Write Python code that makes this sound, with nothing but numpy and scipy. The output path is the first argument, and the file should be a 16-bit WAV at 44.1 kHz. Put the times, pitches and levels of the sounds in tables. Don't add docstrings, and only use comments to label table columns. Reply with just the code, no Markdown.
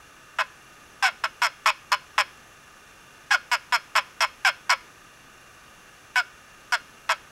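import sys
import numpy as np
from scipy import signal
from scipy.fft import rfft, irfft
from scipy.io import wavfile

SR = 44100
rng = np.random.default_rng(int(sys.argv[2]) if len(sys.argv) > 2 else 0)


def transcribe(u):
    v = np.clip(np.atleast_2d(u).T, -1, 1)
    q = np.round(v * 32767).astype(np.int16)
    wavfile.write(sys.argv[1], SR, q)


def linear_from_db(decibels):
    return 10 ** (np.asarray(decibels, float) / 20)


N = 322371

# f/Hz, width/Hz, level/dB
HOUSING_MODES = [(1210, 82, 3), (1492, 29, 2.5), (1724, 61, -0.5), (2150, 77, -24), (2320, 28, -4.5),
                 (2800, 84, -3.5), (3470, 76, -10.5), (4570, 65, -17), (5480, 37, -10.5), (6040, 49, -10),
                 (6400, 53, -16), (7000, 20, -20.5), (6960, 380, -14), (8100, 27, -15), (8300, 100, -29),
                 (9800, 37, -42), (9900, 59, -22), (10600, 99, -29), (12200, 36, -23)]
# f/Hz, rms
# level/dB
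STEADY_TONES = [(134.6, -71), (1238, -69), (1289.5, -67), (1417.3, -71), (1717.3, -69), (4747, -81),
                (8456.5, -86), (15734.3, -87)]
# centre f/Hz, rms level of a line/dB
SPLIT_TONES = [(1591.6, -69), (1878.7, -72), (2136, -77), (2453, -72), (2740, -69), (3565.5, -79),
               (5557.7, -75), (5844.8, -76), (6132.1, -73), (6419.1, -76), (6736.1, -82), (7867.2, -82),
               (9602.3, -85), (10176.6, -80), (10463.7, -86)]
# f/Hz, density/dB per Hz
AIR_SPECTRUM = [(12, -24), (20, 0.5), (277, -2.5), (897, -4.5), (1260, -12), (1370, -18), (1530, -3),
                (2020, -9.5), (2750, -8), (3070, -10.5), (4180, -14), (6180, -17.5), (7520, -22.5),
                (10500, -18), (16000, -29)]
# t/s, peak level/dB
LEAF_TICKS = [
    (0.2438, -49),
    (2.4648, -47),
    (5.8681, -48),
    (6.3036, -45),
    (6.5016, -48),
    (6.6837, -42),
]
# start t/s, length/s, swing f at the bite/Hz, share of f lost by the end/0-1, level/dB
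STROKES = [(0.386, 0.038, 668.6, 0.12, -21), (1.025, 0.068, 777.6, 0.14, -21.5),
           (1.237, 0.027, 665, 0.04, -24), (1.417, 0.058, 737.4, 0.2, -22),
           (1.658, 0.049, 654.5, 0.07, -20), (1.917, 0.037, 626.5, 0.06, -23.5),
           (2.179, 0.043, 650, 0.16, -21), (3.307, 0.053, 839.6, 0.28, -18.5),
           (3.514, 0.045, 749.3, 0.19, -21), (3.722, 0.047, 734.5, 0.1, -21),
           (3.952, 0.046, 668.6, 0.16, -21.5), (4.205, 0.048, 680, .1, -20.5),
           (4.448, 0.053, 780, 0.25, -19.5), (4.694, .048, 755, 0.29, -20),
           (6.157, 0.052, 749.7, 0.07, -19), (6.721, 0.039, 743.7, 0.14, -20.5),
           (7.091, 0.041, 669, 0.08, -20)]
ROUGHNESS = [.6, .38, .5, .35, .45, .65, .45, .55, .25, .25, .5, .45, .55, .4, .25, .22, .45]
# low walls/dB, high walls/dB, bright edge/dB, small slips against big ones/0-1
BITE = [(-0.5, -4, -17, 0.86), (1.1, -2, -11.5, 0.67), (0, -2.5, -13, 0.25), (-2, -2, -8.5, 0.16),
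        (1.5, -0.5, -9.5, 0.35), (2, -0.3, -9.5, 0.24), (-0.5, -0.5, -9.5, 0.2), (-6, -5, -14, 0.68),
        (-3.5, -2.5, -9.5, 0.1), (-3, -2, -10, 0), (0.3, 0, -9.5, 0.24), (-1, -2.5, -10, 0.17),
        (-3.5, -1.1, -10, 0.67), (-2, -2.5, -11, 0.47), (-6.5, -5.5, -15, 0.28), (-4.5, -4.5, -12, 0.07),
        (-1.5, -3, -11.5, 0.26)]
PUSH = [-3, -2.5, -6, -0.5, 1, -8.5, -2.5, 0.5, 1, 1.5, -0.5, 2, 1, 0, 0, 0, 1.5]
# f/Hz, width/Hz, level/dB
BOX_MODES = [(562, 75, -15.5), (780, 57, -5), (1027, 111.6, 8.5), (1313, 37, -1), (1430, 163, 5),
             (1612, 256, 2.5), (1860, 38, -36), (2221, 98, 3.5), (2545, 134, 0.5), (2985, 112, -3),
             (3267, 104, -2)]
# f/Hz, width/Hz, level/dB
EDGE_MODES = [(4245, 57, -4), (5123, 607, -0.5), (5294, 300, 3.5), (5557, 218, -4.5), (6810, 190, -9),
              (7230, 770, -13), (8600, 2300, -20), (10150, 120, -18.5), (11410, 230, -19),
              (11900, 700, -23), (13250, 400, -31), (14200, 700, -35), (15500, 270, -41)]

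EASE_POWER = 4.3


def unit_rms(x):
    return x / np.sqrt(np.mean(x ** 2) + 1e-20)


def drift(rate_hz):
    pole = np.exp(-2 * np.pi * rate_hz / SR)
    noise = rng.standard_normal(N + SR)
    return unit_rms(signal.lfilter([1], [1, -2 * pole, pole * pole], noise)[SR:])


def butter(x, order, hz, kind="low"):
    return signal.sosfilt(signal.butter(order, hz, kind, fs=SR, output="sos"), x)


def resonate(x, modes, wander_db=0):
    out = 0
    wander = linear_from_db(wander_db * drift(15.4))
    for k, (hz, width_hz, db) in enumerate(modes):
        r = np.exp(-np.pi * max(width_hz, 8) / SR)
        poles = [1, -2 * r * np.cos(2 * np.pi * hz / SR), r * r]
        zeros = [(1 - r * r) / 2, 0, (r * r - 1) / 2]
        drive = x * np.roll(wander, k * SR // 3) + 1e-18
        out = out + (-1) ** k * linear_from_db(db) * signal.lfilter(zeros, poles, drive)
    return out


def motor():
    drum_hz = 29.97
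    t = np.arange(N) / SR
    throb = 1 + 0.12 * np.sin(2 * np.pi * drum_hz * t)
    out = linear_from_db(-54) * unit_rms(resonate(rng.standard_normal(N) * throb, HOUSING_MODES))
    turned = t + np.cumsum(0.0001 * drift(3.46)) / SR
    flip = linear_from_db(4.5) * np.tanh(3.5 * np.cos(np.pi * drum_hz * turned))
    for tones, shape in ((STEADY_TONES, 1), (SPLIT_TONES, flip)):
        for hz, db in tones:
            tone = np.sin(2 * np.pi * (hz * turned + rng.random()))
            out += np.sqrt(2) * linear_from_db(db) * shape * tone
    return out


def air():
    hz, db = np.transpose(AIR_SPECTRUM)
    bins_hz = np.fft.rfftfreq(N, 1 / SR) + 1
    shape = linear_from_db(np.interp(np.log(bins_hz), np.log(hz), db))
    hiss = irfft(rfft(rng.standard_normal(N)) * shape, N)
    return linear_from_db(-53.5) * linear_from_db(0.45 * drift(1.5)) * unit_rms(hiss)


def leaves():
    out = np.zeros(N)
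    t = np.arange(SR // 50) / SR
    for start_s, db in LEAF_TICKS:
        tick = linear_from_db(db - 14.0 - 60 * t / 0.0092) * rng.standard_normal(len(t))
        out[round(start_s * SR):][:len(t)] += tick
    return butter(out, 2, [1800, 9000], "band")


def stroke(row, t):
    start_s, length_s, swing_hz, sag, level_db = row
    done = np.clip((t - start_s) / length_s, 0, 1)
    steady = 0.3
    swing_hz = swing_hz * (1 - sag * (steady * done + (1 - steady) * done ** 3.0))
    return done, swing_hz, level_db - 7.5 * done ** EASE_POWER


def paddle():
    rest_hz, t60_s = 543, 0.068
    out = np.zeros(N)
    for row in STROKES:
        start_s, length_s = row[:2]
        t = np.arange(start_s, start_s + length_s + .08, 1 / SR)
        _, hz, level_db = stroke(row, t)
        free_s = np.maximum(t - start_s - length_s, 0)
        hz = hz + (rest_hz - hz) * np.minimum(free_s / 0.019, 1)
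        level = linear_from_db(level_db - 60 * free_s / t60_s - 9)
        swell = np.clip((t - start_s) / 0.0047, 0, 1)
        swing = np.sin(2 * np.pi * np.cumsum(hz) / SR)
        out[round(start_s * SR):][:len(t)] += swell * level * swing
    return out


def slips(row, rough, edge_db, small, push_db):
    end_s = row[0] + row[1]
    t = np.arange(row[0], end_s + 0.022, 1 / SR)
    done, swing_hz, level_db = stroke(row, t)
    chance = rng.standard_normal((80, 3))
    noise = rng.standard_normal(SR // 8)[:len(t)]

    waver = np.interp(done, np.linspace(0, 1, 7), chance[-7:, 0])
    swings = np.cumsum(swing_hz * (1 + 0.015 * waver)) / SR
    k = np.arange(int(swings[-1]) + 1)
    jitter = .14 * rough * chance[k, 0] * (k > 0)
    at = np.interp(k + jitter, swings, np.arange(len(t))).astype(int)

    small_size = np.clip(small + 0.12 * done[at] ** EASE_POWER, 0, 1)
    size = np.where(k % 3 == 1, 1, small_size)
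    walls, edge = np.zeros((2, len(t)))
    np.add.at(walls, at, size * linear_from_db(3.2 * rough * chance[k, 1]))
    np.add.at(edge, at, size ** 2 * linear_from_db(6.5 * rough * chance[k, 2]))

    after = signal.lfilter([1], [1, -np.exp(-1 / (0.0015 * SR))], edge)
    grit = linear_from_db(-12.5) * unit_rms(noise * (after + 0.18 * np.mean(after)))

    lift_db = -1300 * np.maximum(t - end_s + 0.0047, 0) + push_db * (done - .5)
    level = linear_from_db(level_db + lift_db)
    edge_db = edge_db - 4.5 * (1 - done) ** EASE_POWER - 7.0 * done ** EASE_POWER
    walls = level * (unit_rms(walls) + rough * grit)
    edge = level * linear_from_db(edge_db + lift_db) * (unit_rms(edge) + linear_from_db(12.0) * grit)
    return round(row[0] * SR), np.array([walls, edge])


def box_call():
    force = np.zeros((4, N))
    for row, rough, (low_db, high_db, edge_db, small), push_db in zip(STROKES, ROUGHNESS, BITE, PUSH):
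        start, (walls, edge) = slips(row, rough, edge_db, small, push_db)
        t = np.arange(len(edge)) / SR
        high_db = high_db - 2 * np.exp(-t / 0.0091)
        force[:, start:start + len(edge)] += [linear_from_db(low_db) * walls, walls, linear_from_db(high_db) * walls, edge]
    wander_db = 1.7
    groups = BOX_MODES[:3], BOX_MODES[3:6], BOX_MODES[6:]
    walls = sum(resonate(f, modes, wander_db) for f, modes in zip(force, groups))
    walls = butter(walls, 4, 4730)
    sound = linear_from_db(13.5) * walls + linear_from_db(17.5) * resonate(force[3], EDGE_MODES, wander_db / 2)
    return paddle() - butter(sound, 5, 596, "high")


def trees(x):
    t = np.arange(SR // 2) / SR
    trunks = linear_from_db(-60 * t / 0.42)
    brush = linear_from_db(19.5 - 60 * t / 0.067)
    arrival = np.clip((t - .004) / 0.0048, 0, 1)
    scatter = rng.standard_normal(len(t)) * (trunks + brush) * arrival
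    scatter = butter(scatter, 1, 3050, "high")
    scatter = butter(scatter, 6, 4760)
    scatter = scatter / np.sqrt(np.sum(scatter ** 2))
    return signal.fftconvolve(x, scatter)[:N] * linear_from_db(-18)


def scene():
    call = box_call()
    return (call + trees(call) + motor() + air() + leaves())[None]


def top_cut(x):
    return signal.sosfilt(signal.butter(12, 16650, fs=SR, output="sos"), x)


def record(dry):
    cut = signal.sosfilt(signal.ellip(10, .5, 33, 15780, fs=SR, output="sos"), dry)
    return top_cut(cut)


dry = scene()
out = record(dry)
transcribe(out)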